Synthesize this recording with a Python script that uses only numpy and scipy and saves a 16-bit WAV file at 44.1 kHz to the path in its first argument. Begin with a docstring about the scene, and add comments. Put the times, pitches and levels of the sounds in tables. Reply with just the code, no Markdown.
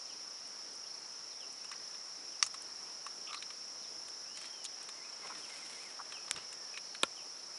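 """Angler in a cricket marsh

Crickets trill with their wings while small birds whistle far off, over a soft open-air hush.
Close by, an angler unhooks a fish with pliers, picks up the rod and steps through the grass:
the pliers snap, stems crackle, boots squelch and the tackle knocks once.
The hard hits ring as damped modes; rustles and squelches are swarms of tiny ticks."""
import sys
import numpy as np
from scipy import signal
from scipy.fft import rfft, irfft
from scipy.io import wavfile
from scipy.ndimage import uniform_filter1d

SR = 44100
rng = np.random.default_rng(int(sys.argv[2]) if len(sys.argv) > 2 else 0)


def master(y):
    """Save y as 16-bit WAV."""
    cut = np.clip(np.atleast_2d(y).T, -1, 1)
    pcm = np.round(cut * 32767)  # scale
    wavfile.write(sys.argv[1], SR, pcm.astype(np.int16))


N = 334278
TIME = np.arange(N) / SR
HIT_TIME = np.arange(SR // 10) / SR
TOP_HZ = 11080


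def trill(hz, fall_hz, strokes_per_s, duty, drift=.004, waver_hz=12, uneven_db=1.14):
    """Each closing stroke of the wings rings one tone, which sinks as the scraper slows."""
    strokes = np.cumsum(strokes_per_s * (1 + drift * wander(3))) / SR + rng.random()
    closing = np.minimum(strokes % 1 / duty, 1)
    pitch = hz - fall_hz * (closing ** 2 - .5 ** 2) + waver_hz * wander(30)
    strength = amp(uneven_db * wander(20)) * np.sin(np.pi * closing)
    return unit(strength * np.sin(2 * np.pi * np.cumsum(pitch) / SR))


# Near crickets. Each row: mid-stroke pitch in Hz, fall over a stroke in Hz, strokes per second.
SINGERS = [(5480, 280, 28.2), (5190, 100, 25.6), (5300, 110, 27.0), (5525, 70, 26.9), (5700, 300, 29.0),
           (5990, 80, 31.7), (5020, 340, 25.6), (5620, 200, 22.6)]
# Their balance: one relative level in dB per cricket.
SINGER_DB = [-55, -56.5, -55.5, -57, -58.5, -61, -64.5, -62]
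# The blur of far crickets. Each row: frequency in Hz, relative level in dB.
FAR_SPECTRUM = [(4300, -58), (4700, -17), (4880, -5), (5150, -3), (5400, 0), (5650, 1), (5900, -5.5),
                (6120, -11), (6500, -14), (7000, -18.5), (7600, -36)]
# The chorus's level, with gentle dips; the recorder's gain ducks just after the knock.
# Each row: time in seconds, gain in dB.
CHORUS_LEVEL = [(0, -0.8), (4.5, -0.5), (5.5, -2.5), (6.6, -1), (7.1, -1.8), (7.58, -0.6)]


def cricket_chorus():
    """A few near singers, each with its own echo from the reeds, over a blur of far ones."""
    near = sum(amp(db) * unit(scatter(trill(*singer, duty=.65), t60=.3, wet_db=-9))
               for singer, db in zip(SINGERS, SINGER_DB))
    far = amp(-52.5) * coloured_noise(FAR_SPECTRUM)
    gain_db = np.interp(TIME, *np.transpose(CHORUS_LEVEL)) + .42 * wander(6)
    return (near + far) * amp(gain_db)


def high_cricket(start_s=1.25, fade_s=.4):
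    """One thin, high cricket joins in and keeps going."""
    fade_in = np.clip((TIME - start_s) / fade_s, 0, 1)
    return amp(-74) * trill(hz=7560, fall_hz=120, strokes_per_s=40.8, duty=.6) * fade_in


def blow(modes, rise_s, chatter_db, chatter_hz, chatter_t60):
    """Damped modes set off together, with a brief chatter of the parts in contact."""
    ring = sum((-1) ** k * amp(db) * decay(t60) * np.sin(2 * np.pi * hz * HIT_TIME)
               for k, (hz, db, t60) in enumerate(modes))
    chatter = band(rng.standard_normal(len(HIT_TIME)), chatter_hz, 1) * decay(chatter_t60)
    hit = (ring + amp(chatter_db) * chatter) * (1 - np.exp(-HIT_TIME / rise_s))
    return signal.lfilter(*signal.butter(3, 100, "high", fs=SR), hit)  # small things radiate little bass


# How each object rings. Each row: frequency in Hz, relative level in dB, 60 dB decay in seconds.
PLIER_MODES = [(1205, -26.5, 0.023), (1940, -24.5, 0.012), (2320, -23, 0.0077), (2790, -26.5, 0.013),
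               (3730, -19.5, 0.0064), (4534, -28, 0.029), (5530, -13.5, 0.014), (6160, -23, 0.026),
               (7760, -17, 0.0029)]
STEM_MODES = [(1320, -22, 0.0028), (2240, -19.5, 0.004), (3570, -16, 0.0028), (6130, -13, 0.0014),
              (8250, -19, 0.0027), (11000, -22, 0.0027)]
TACKLE_MODES = [(186, -37, 0.024), (340, -29.5, 0.021), (544, -26.5, 0.027), (900, -26, 0.023),
                (1080, -30.5, 0.024), (1370, -28, 0.043), (1690, -31, 0.016), (2460, -23, 0.017),
                (3220, -17, 0.0082), (3800, -16.5, 0.0077), (7800, -17.5, 0.0033), (10100, -11, 0.0012)]


def blows():
    """The pliers snap shut, a dry stem breaks, the tackle knocks."""
    snap = blow(PLIER_MODES, rise_s=.0002, chatter_db=-36.5, chatter_hz=4400, chatter_t60=.091)
    crack = blow(STEM_MODES, rise_s=.00003, chatter_db=-31.5, chatter_hz=3500, chatter_t60=.012)
    knock = blow(TACKLE_MODES, rise_s=.0001, chatter_db=-26, chatter_hz=1390, chatter_t60=.026)
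    return place([(2.4267, amp(2) * snap), (6.3116, amp(1) * crack), (7.0331, amp(1.5) * knock)])


# Low weight under the blows and a footfall. Each row: start in seconds, level in dB.
THUD_HITS = [(2.427, -62), (2.464, -64), (6.312, -71), (6.346, -65), (6.37, -62), (7.033, -59)]


def thuds(hz=112, t60=.15):
    """The dull push of air and soft ground."""
    t = np.arange(SR // 5) / SR
    return place((start, amp(db) * band(rng.standard_normal(len(t)), hz, .62) * decay(t60, t))
                 for start, db in THUD_HITS)


# Hook, tackle and stem clicks. Each row: start in seconds, then woody, hollow and bright mix in dB.
CLICK_HITS = [(1.6447, -47.5, -54, -44), (1.7147, -38, -41, -43), (1.736, -46, -55, -58),
              (1.9457, -44, -59, -60), (2.4641, -44, -36.5, -35), (2.5415, -40.5, -35.5, -41),
              (3.0647, -40.5, -36.5, -43), (3.3294, -36.5, -36, -47), (3.344, -34.5, -37, -42),
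              (3.4234, -36, -48, -45), (3.5037, -42, -45.5, -53), (4.0827, -46.5, -53, -45),
              (4.372, -40, -49, -40), (4.414, -47, -48, -43.5), (4.4422, -40.5, -51, -58),
              (4.642, -56, -59, -36.5), (4.6503, -43.5, -60, -32.5), (4.8889, -38.5, -45, -42),
              (5.2714, -44, -59, -51), (5.3504, -41.5, -50, -58), (6.1216, -36, -44, -46),
              (6.2808, -44, -47, -54), (6.3608, -38, -45, -45), (6.5267, -43, -58, -40),
              (6.74, -43, -51, -57), (6.774, -34.5, -45, -44.5), (6.9485, -36.5, -63, -48)]
# The tackle's colour on every click. Each row: centre in Hz, width in octaves, relative level in dB.
TACKLE_BANDS = [(1715, 0.23, -3), (2670, 0.13, -2.5), (3920, 0.1, -1.5)]


def clicks(t60=.033, rise_s=.00067):
    """Each click is a tiny crunch: a woody middle, a hollow ring and a bright edge."""
    envelope = decay(t60) * (1 - np.exp(-HIT_TIME / rise_s))
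    events = []
    for start, woody_db, hollow_db, bright_db in CLICK_HITS:
        noise = rng.standard_normal((3, len(HIT_TIME)))
        body = sum(amp(db) * band(noise[0], hz, octaves) for hz, octaves, db in TACKLE_BANDS)
        woody = amp(woody_db - 1) * unit(body)
        bright = amp(bright_db - 1) * band(noise[1], 6540, .38)
        hollow = amp(hollow_db - 2) * band(noise[2], 1162, .076)
        events.append((start, (woody + bright + hollow) * envelope))
    return place(events)


# Flicks of dry grass. Each row: start in seconds, level in dB.
BLADE_FLICKS = [(.474, -51), (.733, -52), (.754, -51), (1.527, -50), (2.622, -45), (4.828, -46)]


def blade_ticks(hz=8270, t60=.025):
    """A dry blade flicks with a faint, bright tick."""
    return place((start, amp(db) * band(rng.standard_normal(len(HIT_TIME)), hz, .2) * decay(t60))
                 for start, db in BLADE_FLICKS)


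# Grass and cloth brushing, pliers and tackle scraping.
# Each row: start in seconds, length in seconds, level in dB, centre in Hz, width in octaves.
RUSTLE_STROKES = [(1.71, .03, -53, 1800, 0.25), (2.433, .03, -47, 6530, 0.074),
                  (3.262, 0.057, -51, 2870, 0.16), (3.265, 0.13, -53, 1225, .07),
                  (3.325, .08, -53.5, 4130, .11), (4.117, 2.9, -61.5, 1110, 1.08),
                  (4.325, 0.18, -56.5, 3300, .89), (4.639, 0.03, -49.5, 3860, 0.21),
                  (5.235, 0.12, -56.5, 780, 0.67), (5.208, 0.37, -61.5, 5510, 0.74),
                  (5.463, 0.5, -56.5, 5500, 0.88), (6.342, .051, -57, 258, 0.93),
                  (6.348, 0.11, -63, 3200, .58), (6.73, 0.065, -51, 2460, 0.051)]
# Boots in wet ground. Each row: start in seconds, level in dB.
BOOT_SQUELCHES = [(5.23, -58.5), (5.298, -52), (5.988, -46)]


def rustles_and_squelches(grains_per_s=2000, spread_db=3, squelch_s=.032, squelch_hz=1110):
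    """Blades, metal and mud slip and give way in many tiny ticks of uneven size."""
    grains = rng.choice([-1, 1], N) * amp(spread_db * np.minimum(rng.exponential(1, N), 4))
    grains *= rng.random(N) < grains_per_s / SR
    grains *= amp(2.3 * wander(25))  # blades catch and let go
    squelches = [(start, squelch_s, db, squelch_hz, .22) for start, db in BOOT_SQUELCHES]
    events = []
    for start, length, db, hz, octaves in [*RUSTLE_STROKES, *squelches]:
        stroke = band(grains[int(start * SR):][:int(length * SR)], hz, octaves)
        events.append((start, amp(db) * stroke * signal.windows.tukey(len(stroke), .5)))
    return place(events)


def whistle(hz, flutter_db=1.8, rasp=.0047, taper=.25):
    """A bird's note swells, holds and fades, a little unsteady in pitch and strength."""
    pitch = hz * (1 + rasp * wander(300, size=len(hz)))
    strength = signal.windows.tukey(len(hz), taper) * amp(flutter_db * wander(70, size=len(hz)))
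    return strength * np.sin(2 * np.pi * np.cumsum(pitch) / SR)


def glide(length, hz, octaves, hook=0):
    """A note slides through its middle pitch; a hook bends both ends up by that many octaves."""
    sweep = np.linspace(-1, 1, int(length * SR))
    return whistle(hz * 2 ** (octaves * sweep / 2 + hook * sweep ** 2))


# Quick downward chirps. Each row: start in seconds, length in seconds, middle pitch in Hz, level in dB.
FALLING_CHIRPS = [(.088, .058, 2800, -60.5), (1.303, .04, 3930, -58.5), (1.397, .054, 2980, -58),
                  (2.315, .056, 2880, -63), (3.818, .037, 3900, -59.5), (4.517, .048, 2820, -63),
                  (5.421, .058, 2860, -58), (6.134, .06, 2750, -52.5), (7.162, .068, 2760, -56.5)]
# Upward chirps. Each row: start in seconds, middle pitch in Hz, level in dB.
RISING_CHIRPS = [(.833, 3030, -60.5), (1.628, 2750, -63.5), (6.367, 2820, -58)]
# Low, slowly sinking whistles. 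Each row: start in seconds, length in seconds, level in dB.
SINKING_NOTES = [(1.733, .23, -70), (4.72, .09, -69), (6.518, .21, -66)]


def bird_calls():
    """Small birds slide single notes down or up."""
    falling = [(start, amp(db) * glide(length, hz, octaves=-.49, hook=.04))
               for start, length, hz, db in FALLING_CHIRPS]
    rising = [(start, amp(db) * glide(.046, hz, octaves=.37)) for start, hz, db in RISING_CHIRPS]
    sinking = [(start, amp(db) * glide(length, hz=1790, octaves=-.865 * length))
               for start, length, db in SINKING_NOTES]
    return place(falling + rising + sinking)


def arched_whistle(start_s=4.21, length_s=.5, crest_s=4.48, crest_hz=3235, sag_hz_per_s2=13500):
    """One long bird note climbs to a crest and sags away."""
    t = start_s + np.arange(0, length_s, 1 / SR)
    pitch = crest_hz - sag_hz_per_s2 * (t - crest_s) ** 2
    return place([(start_s, amp(-61.5) * whistle(pitch, taper=.4))])


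# The syllable's melody. Each row: time from its crest in seconds, pitch in Hz.
SYLLABLE_PITCH = [(-.07, 2190), (-.042, 1980), (0, 2587), (.045, 2090), (.07, 1850), (.1, 1880)]
# The song. Each row: crest time, lead-in and run-out in seconds, opening pitch in Hz, level in dB.
WARBLER_SONG = [(5.057, 0.09, 0.053, 1960, -60), (5.287, .12, 0.1, 2220, -59.5),
                (5.585, 0.1, 0.066, 2010, -58), (5.824, 0.13, 0.092, 2240, -58.5)]


def warbler():
    """A syllable that dips, peaks and falls is sung four times."""
    events = []
    for crest, lead, run_out, opening_hz, db in WARBLER_SONG:
        melody = np.transpose([(-lead, opening_hz), *SYLLABLE_PITCH])
        pitch = np.interp(np.arange(-lead, run_out, 1 / SR), *melody)
        events.append((crest - lead, amp(db) * whistle(uniform_filter1d(pitch, size=600))))
    return place(events)


# Bursts of insect buzz. Each row: start in seconds, level in dB.
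BUZZ_BURSTS = [(-.08, -72), (.844, -68), (1.68, -67), (3.5, -71), (4.298, -65), (6.792, -64)]


def insect_buzz(hz=4400, length_s=.24):
    """A soft, narrow buzz comes and goes."""
    swell = signal.windows.tukey(int(length_s * SR), .5)
    return place((start, amp(db) * band(rng.standard_normal(len(swell)), hz, .03) * swell)
                 for start, db in BUZZ_BURSTS)


# The tone of the open-air bed. Each row: frequency in Hz, relative level in dB.
HUSH_SPECTRUM = [(25, -20), (60, -23), (120, -12), (250, -4), (450, -1), (900, -1.5), (1320, -1.5),
                 (1650, -4.5), (3000, -7), (3700, -9), (4400, -3.5), (6500, -7.5), (8000, -14),
                 (10300, -12.5), (10900, -8.5)]


def air():
    """Far wind and insects merge into a hush that drifts in soft patches."""
    hz = np.fft.rfftfreq(1024, 1 / SR)
    real, imag, patches = rng.standard_normal((N // 256 + 5, len(hz), 3)).T
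    patches = uniform_filter1d(patches, size=14, axis=0)  # smooth across frequency
    patch_db = unit(uniform_filter1d(patches, size=16, axis=1))  # and over time
    tone_hz, tone_db = np.transpose(HUSH_SPECTRUM)
    bed_db = np.interp(np.log(hz + 1), np.log(tone_hz), tone_db)[:, None]
    frames = (real + 1j * imag) * amp(bed_db + patch_db) * (hz < TOP_HZ)[:, None]
    hush = signal.istft(frames, nperseg=1024, noverlap=768)[1][:N]
    return amp(-56 + .44 * wander(3)) * unit(hush)


def scatter(x, t60, wet_db):
    """Adds the diffuse echo of reeds and trees."""
    t = np.arange(SR // 2) / SR
    tail = rng.standard_normal(len(t)) * decay(t60, t)
    return x + amp(wet_db) * signal.oaconvolve(x, tail / np.linalg.norm(tail))[:N]


def amp(db):
    """Decibels to gain."""
    return 10 ** (np.asarray(db) / 20)


def unit(x):
    """Scales to an RMS of one."""
    return x / np.sqrt(np.mean(x ** 2) + 1e-20)


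def decay(t60, t=HIT_TIME):
    """A fade of 60 dB every t60 seconds."""
    return 1000 ** (-t / t60)


def place(events):
    """Lays (start in seconds, sound) pairs on one track; negative starts play at zero."""
    track = np.zeros(N)
    for start, sound in events:
        part = track[max(round(start * SR), 0):][:len(sound)]
        part += sound[:len(part)]
    return track


def wander(top_hz, size=N):
    """A smooth random curve of about unit size."""
    t = np.arange(0, size + 128, 64) / SR
    slow = sum(np.sin(2 * np.pi * (hz * t + rng.random())) for hz in top_hz * np.geomspace(.1, 1, 10))
    return np.interp(np.arange(size) / SR, t, slow / np.sqrt(5))


def band(x, hz, octaves):
    """Keeps a bell-shaped band around hz, at unit level."""
    freqs = np.fft.rfftfreq(len(x), 1 / SR)
    bell = np.exp(-(np.log2((freqs + 1) / hz) / octaves / 2) ** 2)
    return unit(irfft(rfft(x) * bell, len(x)))


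def coloured_noise(spectrum):
    """Steady noise of unit level with the given spectrum."""
    db = np.interp(np.fft.rfftfreq(N, 1 / SR), *np.transpose(spectrum), left=-100, right=-100)
    return unit(irfft(rfft(rng.standard_normal(N)) * amp(db), N))


def scene():
    """The angler close and nearly dry, the birds far and echoing, alike in both channels."""
    angler = blows() + thuds() + clicks() + blade_ticks() + rustles_and_squelches()
    angler = scatter(angler, t60=.11, wet_db=-23)
    insects = cricket_chorus() + high_cricket() + insect_buzz()
    birds = scatter(bird_calls() + arched_whistle() + warbler(), t60=.35, wet_db=-3.5)
    return np.tile(insects + angler + birds + air(), (2, 1))


def record(dry):
    """A steep low-pass takes off the highest treble."""
    lowpass = signal.firwin(801, TOP_HZ, window=("kaiser", 8), fs=SR)
    return signal.oaconvolve(dry, lowpass[None], "same")


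dry = scene()
out = record(dry)
master(out)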